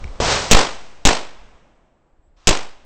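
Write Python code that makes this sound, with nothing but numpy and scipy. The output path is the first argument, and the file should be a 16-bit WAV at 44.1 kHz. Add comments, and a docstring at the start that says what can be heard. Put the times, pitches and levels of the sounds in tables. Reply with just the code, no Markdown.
"""A yard between block walls: three close pistol shots overload a small head-worn microphone.
Each blast is coloured noise slapping between the walls, over a fluttering bay echo and a long yard echo,
plus a slow pulse that shoves the diaphragm down and swings it back. A farther shot comes just before
them: two pops, a dull boom and a roll of noise. Low wind, soft bumps, an older echo dying away,
faint floor noise and hiss, metal ticks and a thin chirp lie underneath."""
import sys
import numpy as np
from scipy import signal
from scipy.io import wavfile
from scipy.ndimage import uniform_filter1d

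SR = 44100
rng = np.random.default_rng(int(sys.argv[2]) if len(sys.argv) > 2 else 0)


def materialize(psi):
    """Save the field psi as 16-bit PCM at rate SR to the path in sys.argv[1].

    A 1-D psi becomes a single channel; in a 2-D psi each row is a channel.
    """
    bounded = np.clip(np.atleast_2d(psi).T, -1, 1)
    quanta = np.round(bounded * 32767).astype(np.int16)
    wavfile.write(sys.argv[1], SR, quanta)


N = 125685  # length in samples

# Colour tables: pitch_hz, level_db (relative density per Hz; noise() evens out the overall level)
# Decay tables: pitch_hz, t60_s (time to fall 60 dB)

# Close shots: start_s, blast_db, yard_echo_db
CLOSE_SHOTS = [(0.5121, 2, -35.5), (1.052, -4.5, -38), (2.4720, -8, -43.5)]
# Slaps between the walls: delay_s, level_db (before scatter), dull_share (0-1)
WALL_SLAPS = [(0, 6, 0), (.0046, 10, 0), (.0088, 2.5, 0.49), (0.019, 7.5, 0.26), (0.0229, 1, 0),
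              (0.0378, -1, .4), (0.057, -8, .8), (.0795, -9.5, .5), (0.101, -15.5, .3)]
# Diaphragm travel per close shot: first_shove (full scale), first_decay_s, second_shove (full scale),
# second_decay_s, swing_back (full scale), swing_decay_s
DIAPHRAGM_SHOVES = [(2.1, 0.016, 0.77, 0.047, 0.99, .035), (1.53, 0.014, 0.92, 0.0078, 0.047, .11),
                    (0.73, 0.0095, 0.51, 0.025, 0.11, 0.2)]
# Colour of the bright slaps: pitch_hz, level_db
CRACK_COLOUR = [(180, -33), (300, 8.5), (1120, -13.5), (1860, -7.5), (2720, 4.5), (4570, -1.5), (7070, 4),
                (8600, -10), (11200, -48.5), (18900, -120)]
# Colour of the bay echo: pitch_hz, level_db
BAY_COLOUR = [(24, -32.5), (40, 1), (70, -20), (158, -10.5), (679, -11.5), (1420, -18), (1630, -20),
              (2230, -18.5), (5360, -22), (8600, -30), (11200, -49.5), (18900, -120)]
# Decay of the bay echo: pitch_hz, t60_s
BAY_T60 = [(60, 0.23), (300, .33), (1000, 0.42), (3000, 0.38), (8000, .36)]
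# Colour of the yard echo: pitch_hz, level_db
YARD_COLOUR = [(40, -15), (120, -5.5), (300, -7), (800, -2), (1500, -5), (3000, -3.5), (5500, -10),
               (8600, -24)]
# Decay of the yard echo: pitch_hz, t60_s
YARD_T60 = [(100, 4.0), (700, 2.3), (2000, 1.555), (4500, 1.1), (8000, 1.6)]
# Colour of the dull slaps and of the farther boom: pitch_hz, level_db
DULL_COLOUR = [(60, -2), (300, -2.5), (600, 0), (1100, -2), (1600, -25.5), (8000, -62.5)]
# Colour of the farther shot's roll: pitch_hz, level_db
ROLL_COLOUR = [(24, -47), (40, -5.5), (92, 1), (276, -19.5), (485, -2), (930, -5), (1520, -8.5),
               (2280, -9.5), (6000, -11), (8600, -20.5), (11200, -62.5), (18900, -120)]
# Swell of the farther shot's roll, before its grain: time_s (in the scene), level_db
ROLL_LEVEL = [(0.203, -23), (0.315, -16.5), (0.499, -31), (0.505, -26)]
# Low wind, before its gusts: time_s, level_db
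WIND_LEVEL = [(0, -26.5), (.19, -38.5), (.21, -23), (.3, -46), (.5, -37.5), (.9, -53.5), (1.45, -50.5),
              (1.6, -59), (2.05, -64), (2.2, -62), (2.32, -55), (2.45, -58), (2.85, -54)]
# Soft bumps: centre_s, level_db, half_width_s
SOFT_BUMPS = [(.0525, -13, .0035), (.0955, -22, .004), (.126, -27, .008), (.285, -19, .003),
              (2.05, -52, .005), (2.134, -46, .005), (2.1955, -40, .004), (2.24, -47, .007),
              (2.33, -48, .006)]
# Colour of the older echo: pitch_hz, level_db
OLD_ECHO_COLOUR = [(88, -38.5), (150, 6), (271, -9), (508, -2), (1290, -8.5), (1500, -13.5), (5540, -21.5),
                   (8600, -28), (11200, -42.5), (18900, -120)]
# Small metal ticks: start_s, level_db
METAL_TICKS = [(.0421, -31), (.0781, -43)]
# Partials of one metal tick: pitch_hz, level_db, t60_s
TICK_PARTIALS = [(2277, 7.5, 0.01), (3800, -17, 0.02), (5560, -6.5, 0.012)]
# Colour of the late hiss: pitch_hz, level_db
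HISS_COLOUR = [(180, -48), (300, -20.5), (1020, 2), (1450, -7), (6050, -10), (8600, -24), (11200, -56),
               (18900, -120)]
# Colour of the steady floor noise: pitch_hz, level_db
FLOOR_COLOUR = [(59, -22.5), (100, -19.5), (300, -9.5), (376, -3), (444, -17), (516, -6), (6500, -40),
                (7830, -30.5), (8600, -51.5), (11200, -78.5), (18900, -120)]

# Wall slaps: each holds its level, then drops to a decaying body
SLAP_HOLD_S, SLAP_T60_S, SLAP_BODY_DB, SLAP_SCATTER_DB = .0017, .03, -9, 1.5
# Bay echo
BAY_DB, FLUTTER_HZ, FLUTTER_DB, BAY_GRAIN_DB = -3.5, 50, 2.5, -.5
# Diaphragm timing after the start of each close shot
SHOVE_LAG_S, SECOND_SHOVE_S, SWING_S, SWING_RISE_S = .0014, .0214, .0377, .0009
# Farther shot
FAR_START_S, POP_DB, POP_PEAK_S = .2015, -8, .0004
BOOM_DB, BOOM_DB_PER_S, BOOM_LUMP_DB = -21.5, -56, 1
ROLL_GRAIN_DB, ROLL_END_DB_PER_S = .7, -100
TAIL_START_S, TAIL_DB, TAIL_DB_PER_S = .3, -40.5, -37.5  # start counts from the farther shot
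# Background
WIND_LOW_HZ, WIND_HIGH_HZ, GUST_DB = 9, 42.3, 2
OLD_ECHO_DB, OLD_ECHO_DB_PER_S = -43.5, -7
CHIRP_START_S, CHIRP_LENGTH_S, CHIRP_HZ, CHIRP_DB = 2.215, .09, 7700, -78
HISS_START_S, HISS_FADE_S, HISS_DB, HISS_DB_PER_S = 2.362, .011, -63.5, 69
FLOOR_DB = -67.5
# Microphone: rails in full scale, the knee is an exponent
INPUT_RAIL, RAIL_LEAK, OUTPUT_RAIL, OUTPUT_KNEE = .63, .05, .8, 6.4
MIC_HZ, COUPLING_HZ, EDGE_HZ = 8600, .8, 16200


def amp(db):
    """Turn decibels into a linear gain."""
    return 10 ** (np.asarray(db) / 20)


def read(points, hz):
    """Read a pitch table between its points on a log pitch scale."""
    pitch, value = np.transpose(points)
    return np.interp(np.log(hz + 1), np.log(pitch + 1), value)


def add(mix, s, sound):
    """Lay a sound into the mix from s seconds, cut at the end of the mix."""
    part = mix[round(s * SR):][:len(sound)]
    part += sound[:len(part)]


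def wander(size, width):
    """Random curve of about unit spread: white noise averaged over width samples."""
    return uniform_filter1d(rng.standard_normal(size), size=width) * np.sqrt(width)


def noise(colour, size, t60=None):
    """Coloured noise of about rms 1 at its start; with t60, each band dies at its own speed."""
    hz, t, bands = signal.stft(rng.standard_normal(size + 512), SR, nperseg=512, noverlap=384)
    gain = amp(read(colour, hz))[:, None]
    gain = gain / np.sqrt(np.mean(gain ** 2))
    if t60:
        gain = gain * amp(-60 * t / read(t60, hz)[:, None])
    return signal.istft(bands * gain, SR, nperseg=512, noverlap=384)[1][:size]


def wall_slaps():
    """The blast bouncing between the walls: short bursts shared between bright crack and dull noise."""
    bright, dull = np.zeros(N), np.zeros(N)
    t = np.arange(2000) / SR
    body = amp(SLAP_BODY_DB - 60 * t / SLAP_T60_S)
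    shape = np.where(t < SLAP_HOLD_S, 1, body)
    for delay, level_db, dull_share in WALL_SLAPS:
        burst = amp(level_db + SLAP_SCATTER_DB * rng.standard_normal()) * shape
        add(bright, delay, burst * (1 - dull_share))
        add(dull, delay, burst * dull_share)
    return bright * noise(CRACK_COLOUR, N) + dull * noise(DULL_COLOUR, N)


def bay_echo():
    """Nearby echo whose level flutters regularly, roughened by random grain."""
    t = np.arange(N) / SR
    flutter_db = FLUTTER_DB * np.cos(2 * np.pi * FLUTTER_HZ * t)
    level = amp(BAY_DB + flutter_db + BAY_GRAIN_DB * wander(N, 100))
    return level * noise(BAY_COLOUR, N, BAY_T60)


def blast(blast_db, yard_db):
    """One close shot in air: wall slaps and bay echo together, then the long yard echo."""
    close = wall_slaps() + bay_echo()
    yard = noise(YARD_COLOUR, N, YARD_T60)
    return amp(blast_db) * close + amp(yard_db) * yard


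def shove(first, first_s, second, second_s, swing, swing_s):
    """Diaphragm pushed down twice with exponential recovery, then crossfading to a dying upward swing."""
    t = np.arange(N) / SR
    down = first * np.exp(-(t - SHOVE_LAG_S) / first_s) * (t > SHOVE_LAG_S)
    down += second * np.exp(-(t - SECOND_SHOVE_S) / second_s) * (t > SECOND_SHOVE_S)
    up = swing * np.exp(-(t - SWING_S) / swing_s)
    crossfade = 1 / (1 + np.exp(-np.minimum((t - SWING_S) / SWING_RISE_S, 50)))
    return up * crossfade - down * (1 - crossfade)


def far_shot():
    """A double downward pop, a dull lumpy boom, a swelling roll of echoes and its long tail."""
    t = np.arange(SR) / SR
    pops = np.zeros(len(t))
    for delay in (.001, .003):
        u = np.maximum(t - delay, 0) / POP_PEAK_S
        pops -= u * np.exp(1 - u)
    boom_db = BOOM_DB + BOOM_DB_PER_S * t + BOOM_LUMP_DB * wander(len(t), 400)
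    boom = amp(boom_db) * noise(DULL_COLOUR, len(t))
    time_s, level_db = np.transpose(ROLL_LEVEL)
    scene_t = t + FAR_START_S
    roll_db = np.interp(scene_t, time_s, level_db) + ROLL_GRAIN_DB * wander(len(t), 100)
    roll_db += ROLL_END_DB_PER_S * np.maximum(scene_t - time_s[-1], 0)
    tail = amp(TAIL_DB + TAIL_DB_PER_S * (t - TAIL_START_S)) * (t > TAIL_START_S)
    roll = (amp(roll_db) + tail) * noise(ROLL_COLOUR, len(t))
    return amp(POP_DB) * pops + boom + roll


def low_wind():
    """Wind rumble: a low band of noise following a level curve with random gusts."""
    band = signal.butter(2, [WIND_LOW_HZ, WIND_HIGH_HZ], "band", fs=SR, output="sos")
    rumble = signal.sosfilt(band, rng.standard_normal(N))
    level_db = np.interp(np.arange(N) / SR, *np.transpose(WIND_LEVEL))
    return rumble / rumble.std() * amp(level_db + GUST_DB * wander(N, 1600))


def soft_bumps():
    """Soft thuds: rounded downward pulses with small upward flanks."""
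    t = np.arange(N) / SR
    out = np.zeros(N)
    for centre, level_db, half_width in SOFT_BUMPS:
        u = (t - centre) / half_width
        out += amp(level_db) * (u ** 2 * .25 - 1) * np.exp(-np.sqrt(u ** 2 + .1))
    return out


def old_echo():
    """An older echo: coloured noise sinking steadily until the first close shot."""
    t = np.arange(N) / SR
    level = amp(OLD_ECHO_DB + OLD_ECHO_DB_PER_S * t)
    return level * noise(OLD_ECHO_COLOUR, N) * (t < CLOSE_SHOTS[0][0])


def metal_ticks():
    """Small metal ticks: a few sine partials ringing down at their own speeds."""
    t = np.arange(3000) / SR
    ring = sum(amp(db - 60 * t / t60) * np.sin(2 * np.pi * hz * t) for hz, db, t60 in TICK_PARTIALS)
    out = np.zeros(N)
    for start, level_db in METAL_TICKS:
        add(out, start, amp(level_db) * ring)
    return out


def thin_chirp():
    """A thin chirp: one steady high sine swelling and fading over half a sine arch."""
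    t = np.arange(0, CHIRP_LENGTH_S, 1 / SR)
    arch = np.sin(np.pi * t / CHIRP_LENGTH_S)
    out = np.zeros(N)
    add(out, CHIRP_START_S, amp(CHIRP_DB) * arch * np.sin(2 * np.pi * CHIRP_HZ * t))
    return out


def late_hiss():
    """Faint hiss: coloured noise rising fast until the third close shot cuts it off."""
    t = np.arange(N) / SR
    level = amp(HISS_DB + HISS_DB_PER_S * (t - HISS_START_S))
    gate = np.clip((t - HISS_START_S) / HISS_FADE_S, 0, 1) * (t < CLOSE_SHOTS[2][0])
    return level * gate * noise(HISS_COLOUR, N)


def floor_noise():
    """Steady coloured noise at the bottom of the mix."""
    return amp(FLOOR_DB) * noise(FLOOR_COLOUR, N)


def scene():
    """All sources summed at the diaphragm."""
    mix = np.zeros(N)
    for (start, blast_db, yard_db), travel in zip(CLOSE_SHOTS, DIAPHRAGM_SHOVES):
        add(mix, start, blast(blast_db, yard_db))
        add(mix, start, shove(*travel))
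    add(mix, FAR_START_S, far_shot())
    mix += low_wind() + soft_bumps() + old_echo()
    mix += metal_ticks() + thin_chirp() + late_hiss() + floor_noise()
    return mix[None]


def low_pass(x, taps, cutoff_hz):
    """Steep band limit without delay."""
    return signal.oaconvolve(x, signal.firwin(taps, cutoff_hz, window=("kaiser", 9), fs=SR)[None], "same")


def record(dry):
    """Hard overload with a little leak, narrow band, coupling capacitor, soft overload, band limit."""
    x = np.clip(dry, -INPUT_RAIL, INPUT_RAIL) + RAIL_LEAK * dry
    x = low_pass(x, 301, MIC_HZ)
    # The coupling capacitor lets held offsets sag back toward zero
    x = signal.lfilter(*signal.butter(1, COUPLING_HZ, "high", fs=SR), x)
    x = x / (1 + abs(x / OUTPUT_RAIL) ** OUTPUT_KNEE) ** (1 / OUTPUT_KNEE)
    return low_pass(x, 511, EDGE_HZ)


dry = scene()
out = record(dry)
materialize(out)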